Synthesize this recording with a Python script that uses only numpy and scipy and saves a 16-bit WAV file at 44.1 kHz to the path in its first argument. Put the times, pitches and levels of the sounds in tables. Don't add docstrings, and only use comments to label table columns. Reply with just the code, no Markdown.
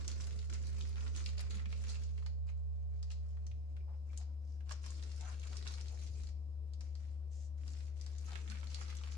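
import sys
import numpy as np
from scipy import signal
from scipy.fft import rfft, irfft, next_fast_len
from scipy.io import wavfile
from scipy.ndimage import uniform_filter1d, map_coordinates

SR = 44100
rng = np.random.default_rng(int(sys.argv[2]) if len(sys.argv) > 2 else 0)


def master_out(mix):
    frames = np.transpose(np.atleast_2d(mix))
    ceiling = np.clip(frames, -1, 1)
    pcm = np.round(ceiling * 32767).astype(np.int16)
    wavfile.write(sys.argv[1], SR, pcm)


N = 404397

# [start t/s, hold/s, rise time constant/s, film level/dB, sauce level/dB, kneading level/dB]
BOUTS = [(0.0, 0.38, 0.00022, -61.5, -67.5, -60), (0.481, 0.81, 0.0045, -65, -68.5, -62.5),
         (1.362, 0.24, 0.0091, -72.5, -67.5, -62.5), (1.666, 0.24, 0.017, -65, -72.5, -62.5),
         (1.966, 0.23, 0.027, -71, -77, -69), (2.852, 0.61, 0.021, -81, -85.5, -89),
         (4.046, 0.1, 0.031, -72.5, -79, -71), (4.643, 0.091, 0.039, -70.5, -67.5, -72),
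         (4.811, 1.07, 0.01, -65, -72.5, -66.5), (5.884, 0.35, 0.02, -67.5, -78.5, -68),
         (6.776, 0.32, 0.0089, -76, -87, -74), (7.562, 0.29, 0.039, -68.5, -73.5, -70),
         (7.928, 0.32, 0.04, -68.5, -75.5, -74), (8.225, 0.89, 0.017, -64, -66, -66.5)]
# [start t/s, hold/s, film level/dB, sauce level/dB]
SQUEEZES = [(0.201, 0.023, -53.5, -72), (0.519, 0.028, -58, -56.5), (0.652, 0.034, -56.5, -64.5),
            (0.916, 0.17, -70, -67), (1.142, 0.071, -55.5, -62.5), (1.37, 0.037, -57.5, -56.5),
            (1.49, 0.069, -57.5, -69), (1.809, 0.15, -62, -65.5), (1.878, 0.016, -49, -81),
            (2.46, 0.04, -71.5, -69), (3.099, 0.019, -59, -69), (4.191, 0.025, -66, -88),
            (4.685, 0.027, -57.5, -65), (4.824, 0.086, -63, -68), (5.188, 0.15, -63, -64.5),
            (5.402, 0.13, -65, -67.5), (5.644, 0.15, -61, -62.5), (5.957, 0.11, -62, -82),
            (7.66, 0.093, -68.5, -83), (8.276, 0.086, -68, -60.5), (8.512, 0.05, -83, -60),
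            (8.786, 0.044, -57.5, -66), (8.877, 0.027, -61, -62)]
# [film level/dB, sauce level/dB, kneading level/dB]
REST_LEVELS = [-81.5, -87, -71]
# [t/s, relative level/dB, ring f/Hz, left-right level/dB, smack level/dB]
SNAPS = [(0.0779, -30.5, 6150, -0.5, -22), (0.1142, -41, 4270, -4, -22), (0.211, -47.5, 3750, -7, -33),
         (0.241, -44.5, 5370, -4, -19), (0.3893, -45.5, 4330, 4, -44), (0.4968, -46, 1480, 4, -17),
         (0.499, -44, 5960, 0, -25), (0.5347, -41, 6670, -3, -24), (0.5405, -43.5, 5360, 4, -32),
         (0.6255, -52, 5900, -6, -30), (0.6774, -52, 4690, 2, -15), (0.809, -39.5, 3550, -1, -35),
         (0.8218, -45.5, 4730, 5, -25), (0.9795, -45, 1440, -3, -26), (1.063, -45, 1440, -4, -29),
         (1.0775, -47, 4160, -5, -23), (1.149, -46, 2620, -3, -16), (1.1615, -41.5, 7400, -4, -18),
         (1.2397, -46.5, 4910, -2, -30), (1.2596, -35.5, 4730, 5, -30), (1.261, -37, 2540, -3, -30),
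         (1.2894, -44, 4100, -1, -15), (1.3796, -41, 4560, -3, -30), (1.3922, -40.5, 4530, 4, -9),
         (1.4025, -47, 2400, 4, -13), (1.5062, -44.5, 3950, 0, -18), (1.5427, -48, 2180, -1, -22),
         (1.5813, -51, 2270, -1.5, -22), (1.594, -44, 2000, -2, -18), (1.6559, -42.5, 2230, 0, -21),
         (1.7253, -42, 2580, -3, -10), (1.8895, -44, 4170, -9, -15), (1.954, -44.5, 2630, -3, -15),
         (2.0344, -48.5, 5600, 0, -41), (2.177, -53, 2160, -5, -13), (2.2233, -52.5, 1250, -3, -18),
         (2.2613, -43.5, 4300, -1, -7.5), (2.488, -52, 2220, -1, -14), (3.027, -44, 4940, 0, -16.5),
         (3.1032, -48, 2840, -6, -23), (3.1138, -48, 4970, 7, -22), (3.369, -56, 1200, 0, -9),
         (3.4659, -46.5, 5870, 1, -19), (3.5136, -52.5, 2600, -1, -23), (3.7652, -56, 2130, 1, -5),
         (3.939, -61, 1330, 3, -23), (4.13, -56.5, 2400, -2, -2), (4.1744, -38.5, 7300, 3, -38),
         (4.604, -60.5, 1420, -1, 0), (4.6925, -47.5, 5530, -6, -7), (4.7082, -45.5, 1100, -13, -2.5),
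         (4.716, -50, 1980, 2, -12), (4.7192, -37.5, 5760, 4, -22), (4.904, -43, 6560, 6, -23),
         (5.025, -44.5, 4100, 0, -11), (5.034, -46, 5230, -3, -15), (5.117, -49, 4700, 5, -30),
         (5.1616, -55, 5200, -6, -29), (5.2088, -43, 6540, 0, -22), (5.3954, -48.5, 6100, 3, -12),
         (5.432, -48.5, 2410, -2, -27), (5.558, -58, 4480, -1.5, -5), (5.5678, -37.5, 5300, -1, -40),
         (5.58, -49, 4520, -3, -30), (5.6248, -45.5, 4000, 0, -11), (5.667, -43.5, 2820, -3, -22),
         (5.6742, -35, 4740, -2, -29), (5.7073, -47, 4200, 0, -24), (5.7377, -40, 4530, 3, -17),
         (5.81, -42.5, 5400, 3, -20), (5.869, -53, 4370, 2, -11), (5.8822, -44.5, 4740, -2, -30),
         (6.0715, -49.5, 4700, 3, -21), (6.234, -49.5, 6030, 3, -12), (6.27, -49, 4570, 2, -28),
         (6.2887, -52, 5130, 2.5, -14), (6.7346, -50.5, 4900, 2, -26), (6.8069, -47, 5300, 4, -11),
         (6.809, -56, 990, 0, -26), (6.9521, -50, 4670, -0.5, -14.5), (7.6778, -46.5, 5490, 2, -12.5),
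         (7.7336, -50, 5030, 1, -14), (8.011, -43, 5260, 2, -31), (8.0625, -43.5, 5070, 0, -13.5),
         (8.1825, -46.5, 6530, 2, -38), (8.2912, -50, 1480, 1, -13), (8.3172, -46, 4360, 6, -17),
         (8.3543, -37.5, 1680, -7, -10.5), (8.4762, -45, 2090, -4, -20), (8.499, -40, 4450, -2, -29),
         (8.5174, -40.5, 1470, -2, -20), (8.547, -48, 1490, -3, -29), (8.63, -45.5, 1360, -10, -22),
         (8.67, -45, 4300, 3, -15), (8.7144, -49, 4330, 1, -27), (8.744, -33.5, 4600, -2, -39),
         (8.8124, -41.5, 1280, -6, -14), (8.8807, -48, 4230, -3, -20), (8.9247, -46.5, 1250, -2, -12),
         (8.9677, -43, 6400, 1, -22), (9.0353, -43, 2840, -2, -8), (9.0745, -48, 1020, 2, -23)]
# [centre t/s, level before the window/dB, centre f/Hz, half-length/s]
SQUISHES = [(3.893, -69, 804, 0.028), (3.93, -71, 760, 0.05), (4.21, -70.5, 750, 0.042),
            (4.29, -78.5, 900, 0.056), (4.713, -57.5, 1020, 0.012), (4.724, -67, 615, 0.021),
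            (5.255, -64.5, 746, 0.088), (5.275, -64.5, 1360, 0.075), (5.525, -64.5, 810, 0.028),
            (5.93, -65.5, 620, 0.044), (8.325, -61.5, 764, 0.018)]
# [centre t/s, level before the window/dB, centre f/Hz, half-length/s]
SLIDES = [(4.51, -80, 5460, 0.14), (7.35, -69.5, 6500, 0.063), (7.42, -70, 6500, 0.09)]
# [centre t/s, level before the window/dB, centre f/Hz, half-length/s]
CREAKS = [(3.805, -80, 2360, 0.032), (4.095, -79, 2350, 0.039), (4.151, -73, 2390, 0.01)]
# [centre t/s, level before the window/dB, centre f/Hz, half-length/s]
BUMPS = [(1.46, -52, 59.6, 0.054), (1.56, -54.5, 196.5, 0.05), (1.675, -52, 189, 0.03),
         (3.52, -51, 98.6, 0.037), (3.83, -53, 57, 0.067), (6.12, -54, 95, 0.15), (6.27, -49, 53.4, .12),
         (6.5, -58, 104, 0.054), (8.53, -60, 208, 0.097)]
# [f/Hz, relative level/dB]
FILM_COLOUR = [(800, -12), (1500, -19), (2500, -12), (3400, -13), (4400, -5.5), (5500, -4.5), (7000, -1.5),
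               (8500, -7), (10500, -8.5), (12500, -24), (15000, -36.5)]
# [f/Hz, relative level/dB]
SAUCE_COLOUR = [(300, -16), (600, -8), (950, -5), (1350, -2), (1800, -6.5), (2400, -2.5), (3200, -7),
                (6000, -15)]
# [f/Hz, relative level/dB]
KNEAD_COLOUR = [(50, -11.5), (105, 9.5), (145, 2.5), (200, 1.5), (260, -3.5), (420, -2), (600, -9.5),
                (850, -43), (2500, -51.5)]
# [f/Hz, t60/s]
ROOM_T60 = [(200, 0.29), (1500, 0.25), (5000, 0.37), (11000, 0.039)]
# [t/s, left-right level/dB]
HUM_PAN = [(0, -4.5), (2.7, -3.5), (4.1, 4), (5.5, 6), (9.17, 6)]
# [t/s, f/Hz, phase by which the left leads/rad]
HUM_DRIFT = [(0, 72.7, -1.85), (2.5, 72.7, -1.8), (3.1, 72.2, -1.6), (3.7, 72, -.7), (4.3, 72.2, 0),
             (5, 72.7, .13), (9.17, 72.75, .14)]
# [t/s, peak level midway between the sides/dB]
HUM_OCTAVE = [(0.0, -68), (2.41, -66.5), (3.35, -83.5), (4.28, -84.5), (5.37, -72.5), (9.1, -71)]
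# [multiple of its pitch, level relative to the hum/dB]
HUM_OVERTONES = [(4, -39), (7, -43.5), (8, -43.5), (10, -42), (15, -54)]
# [f/Hz, relative level/dB]
AIR_COLOUR = [(25, -8), (50, 8.5), (100, 4), (150, -5), (200, -6.5), (260, -15), (400, -24.5), (560, -6),
              (700, -11), (900, -20), (1080, -18.5), (1400, -35.5), (4200, -30.5), (7000, -37),
              (12000, -37.5)]

LEAD_S = .00027
BOUT_T60_S = 0.57
SQUEEZE_RISE_S, SQUEEZE_T60_S = 0.0076, 0.12
SETTLE_DB, SETTLE_T60_S = -22.5, 0.12
FIDGET_DB, FIDGET_PER_S = 1.42, 24
GIVING_PER_S = 170
KNEAD_UNEVEN_DB = 1.4
FOLD_Q, FOLD_LOWER, FOLD_LOWER_SHARE = 5.5, 0.537, 0.11
FOLD_BODY, FOLD_BODY_Q = .38, 1.0
WET_FILM_DB, WET_SNAP_DB = -3.5, -5
HUM_DB, HUM_START_DB, HUM_SWELL_S = -43, -2, 0.69
TOP_HZ = 14700
SIDES = np.array([[.5], [-.5]])


def gloves(level_db, giving):
    buckles = grains(rate=2000, centre_hz=4600, spread=.35, cycles=.7, size_db=4,
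                     clump_db=4.5 * giving, size=128)
    crackle = creased(coloured(buckles, FILM_COLOUR), depth_db=3)
    rub = coloured(rng.standard_normal((2, N)), FILM_COLOUR)
    busy = np.clip((level_db + 87.0) / 14, 0, 1)
    film = busy * crackle + amp(-14) * rub
    return amp(level_db - 3.5) * film


def snaps():
    early = .006
    track, t = np.zeros((2, N)), np.arange(SR // 14) / SR - early
    after = np.maximum(t, 0)
    lead_in = .22 * amp(60 * np.minimum(t, 0) / .02)
    flutter = amp(-60 * after / 0.015) + 0.58 * amp(-60 * after / 0.055)
    trembling = np.where(t < 0, lead_in, flutter)
    trembling /= np.linalg.norm(trembling)
    smack_fade = (t > 0) * amp(-60 * after / 0.039)
    flip = np.array([np.sinc((t + side * LEAD_S / 2) * SR) for side in (1, -1)])
    for s, db, hz, pan_db, smack_db in SNAPS:
        def fold(f):
            ring = resonance(f, hz, FOLD_Q)
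            lower = FOLD_LOWER_SHARE * resonance(f, max(hz * FOLD_LOWER, 1300), FOLD_Q)
            crack = FOLD_BODY * resonance(f, hz ** .75 * 4500 ** .25, FOLD_BODY_Q) ** 2
            return (ring + lower + crack) / (1 + (f / 10000) ** 8)

        chance = rng.standard_normal((5, len(t)))
        tick = filtered(.9 * flip + chance[:2] * trembling, fold)
        tick *= 4.4 / np.linalg.norm(tick, axis=1, keepdims=True)
        smack_noise = 0.07 * chance[2] + chance[3:]
        smack = filtered(smack_noise * smack_fade, lambda f: resonance(f, 1200, q=0.39) ** 2)
        sound = tick + amp(smack_db - 16.5) * unit(smack)
        add(track, s + .0014 - early, amp(db + SIDES * pan_db) * sound)
    return track


def peeling(film_db, sauce_db, giving):
    ticks = grains(rate=55, centre_hz=3400, spread=.4, cycles=.4, size_db=3.5,
                   clump_db=4.5 * giving, size=64)
    ticks = unit(filtered(ticks, lambda f: 1 / np.sqrt(1 + (1100 / (f + 1)) ** 6)))
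    busy = np.clip((film_db + 82) / 12, 0, 1)
    return busy * amp((film_db + sauce_db) / 2 - 4) * ticks


def marinade(level_db, knead_db, giving):
    pops = grains(rate=1200, centre_hz=1800, spread=.4, cycles=.9, size_db=4,
                  clump_db=4.5 * giving, size=256)
    squelch = creased(coloured(pops, SAUCE_COLOUR), depth_db=2.5)
    knead = coloured(hollow(share=0.88), KNEAD_COLOUR) * amp([[-2.5], [1.5]])
    knead_level = amp(knead_db + KNEAD_UNEVEN_DB * wobble(18))
    return amp(level_db - 3.0) * squelch + knead_level * knead


def squishes():
    return swells(SQUISHES, q=1.57, grit_db=1.0, apart=0.53)


def skewer():
    drag = amp(-2) * swells(SLIDES, q=0.18, grit_db=2.5, apart=1.0)
    rasp = swells(SLIDES, q=2.2, grit_db=3.0, apart=1.0)
    slide = filtered(rasp + drag, lambda f: 1 / (1 + (f / 9500) ** 8))
    return slide + swells(CREAKS, q=7.2, grit_db=10.0, apart=1.0)


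def bumps():
    return swells(BUMPS, q=8.2, grit_db=-5.5, apart=0.81)


def kitchen(x):
    track, hop = np.zeros((2, N)), SR // 4
    padded = np.pad(x, ((0, 0), (0, hop)))
    for start in range(0, N - hop // 8, hop):
        hz, t, z = signal.stft(rng.standard_normal((2, SR // 3)), SR, nperseg=256)
        early_walls = 1 + 1.2 * np.exp(-t / .008)
        fade = early_walls * amp(-60 * t / along(ROOM_T60, hz)[:, None])
        tail = signal.istft(z * fade, SR, nperseg=256)[1]
        tail /= np.linalg.norm(tail[0])
        answer = signal.fftconvolve(padded[:, start:start + hop], tail, axes=1)
        add(track, start / SR + 0.001417, answer)
    return track


def appliance():
    level_db = HUM_DB + HUM_START_DB * np.clip(1 - np.arange(N) / SR / HUM_SWELL_S, 0, 1)
    pan_db, = curves(HUM_PAN)
    hz, lead = curves(HUM_DRIFT)
    phase = 2 * np.pi * np.cumsum(hz) / SR
    ports = amp(SIDES * pan_db) * np.exp(1j * SIDES * lead)
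    ports /= ports.mean(axis=0)
    hum = amp(level_db + 0.46 * wobble(18)) * np.sqrt(2) * np.imag(ports * np.exp(1j * phase))
    octave_level = amp(curves(HUM_OCTAVE)[0] - SIDES * 13.8)
    hum += octave_level * np.sin(2 * phase + 0.49 * wobble(1.8))
    for multiple, db in HUM_OVERTONES:
        waver = .2 * np.array([wobble(4), wobble(4)])
        hum += amp(level_db + db + wobble(3.8)) * np.sqrt(2) * np.sin(multiple * phase + waver)
    air = amp(-65.5) * coloured(hollow(share=1.0), AIR_COLOUR)
    whistle = unit(filtered(rng.standard_normal((2, N)), lambda f: resonance(f, 5080, q=22) ** 2))
    return hum + air + amp(-92.5 + 2 * wobble(4.8)) * whistle


def effort():
    power = np.outer(amp(REST_LEVELS) ** 2, np.ones(N))
    for start, length, rise_s, *levels_db in BOUTS:
        add(power, start, np.outer(amp(levels_db) ** 2, stroke(length, rise_s, BOUT_T60_S)))
    for start, length, *levels_db in SQUEEZES:
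        squeeze = stroke(length, SQUEEZE_RISE_S, SQUEEZE_T60_S)
        add(power[:2], start, np.outer(amp(levels_db) ** 2, squeeze))
    for start, db, *_ in SNAPS:
        settling = stroke(0, SQUEEZE_RISE_S, SETTLE_T60_S)
        add(power[:1], start, amp(db + SETTLE_DB) ** 2 * settling)
    film_db, sauce_db, knead_db = 10 * np.log10(power)
    fidget = FIDGET_DB * wobble(FIDGET_PER_S)
    return film_db + fidget, sauce_db + fidget, knead_db


def stroke(length, rise_s, t60_s):
    t = np.arange(int((length + t60_s) * SR)) / SR
    rise = 1 - np.exp(-t / rise_s)
    return (rise * amp(-60 * np.maximum(t - length, 0) / t60_s)) ** 2


def grains(rate, centre_hz, spread, cycles, size_db, clump_db, size):
    count = int(rate * N / SR)
    when, place, lag = rng.random((3, count))
    due = np.cumsum(amp(clump_db))
    when = np.searchsorted(due, when * due[-1])
    hz = np.clip(centre_hz * np.exp(spread * rng.standard_normal((count, 1))), 200, SR / 3)
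    sign = rng.choice([-1, 1], count)
    strength = sign * amp(size_db * np.minimum(rng.exponential(size=count), 2.2))
    turns = hz * np.arange(size) / SR
    ring = np.sin(2 * np.pi * turns) * np.exp(-turns / cycles) * np.sqrt(hz)
    pair = []
    for side in (1, -1):
        offset_s = LEAD_S / 2 + (lag - .5) * .0003
        start = (when - side * offset_s * SR).astype(int).clip(0)
        gain = strength * amp(side * 3.9 * (place - .5))
        where = start[:, None] + np.arange(size)
        pair.append(np.bincount(where.ravel(), (ring * gain[:, None]).ravel(), N)[:N])
    return np.array(pair)


def swells(rows, q, grit_db, apart):
    track = np.zeros((2, N))
    for s, db, hz, half_length in rows:
        size = int(2 * half_length * SR)
        noise = rng.standard_normal(size) + apart * rng.standard_normal((2, size))
        stick_slip = amp(grit_db * wobble(300)[:size])
        body = unit(filtered(noise * stick_slip, lambda f: resonance(f, hz, q) ** 2))
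        add(track, s - half_length, amp(db) * np.hanning(size) * body)
    return track


def creased(x, depth_db):
    z = signal.stft(x, nperseg=256)[2]
    field = uniform_filter1d(rng.standard_normal(z.shape[1:]), size=6, axis=0)
    field = uniform_filter1d(field, size=14, axis=1)
    gain = amp(depth_db * np.clip(unit(field), -2, 2))
    return unit(signal.istft(z * gain, nperseg=256)[1][:, :N])


def hollow(share):
    common = share * rng.standard_normal(N)
    return np.array([common, np.roll(common, SR // 1300)]) + rng.standard_normal((2, N))


def coloured(x, spectrum):
    return unit(filtered(x, lambda f: amp(along(spectrum, f))))


def filtered(x, response):
    n = x.shape[-1]
    m = next_fast_len(n + 4096)
    return irfft(rfft(x, m) * response(np.fft.rfftfreq(m, 1 / SR)), m)[..., :n]


def resonance(f, hz, q):
    return 1j * f * hz / q / (hz * hz - f * f + 1j * f * hz / q)


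def along(points, hz):
    f, v = np.transpose(points)
    return np.interp(np.log(hz + 1), np.log(f + 1), v)


def curves(rows):
    s, *cols = np.transpose(rows)
    return [np.interp(np.arange(N) / SR, s, c) for c in cols]


def wobble(rate):
    return map_coordinates(rng.standard_normal(int(N * rate / SR) + 4), [np.arange(N) * rate / SR])


def add(track, s, sound):
    start = max(round(s * SR), 0)
    track[:, start:start + sound.shape[-1]] += sound[..., :N - start]


def amp(db):
    return 10 ** (np.asarray(db) / 20)


def unit(x):
    return x / np.sqrt(np.mean(x ** 2) + 1e-20)


def scene():
    film_db, sauce_db, knead_db = effort()
    giving = wobble(GIVING_PER_S)
    work = gloves(film_db, giving) + peeling(film_db, sauce_db, giving)
    work += marinade(sauce_db, knead_db, giving) + squishes() + skewer()
    clicks = snaps()
    echo = kitchen(amp(WET_FILM_DB) * work + amp(WET_SNAP_DB) * clicks)
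    return work + clicks + bumps() + echo + appliance()


def record(dry):
    return filtered(dry, lambda f: (f < TOP_HZ) / np.sqrt(1 + (f / 11500) ** 11))


dry = scene()
out = record(dry)
master_out(out)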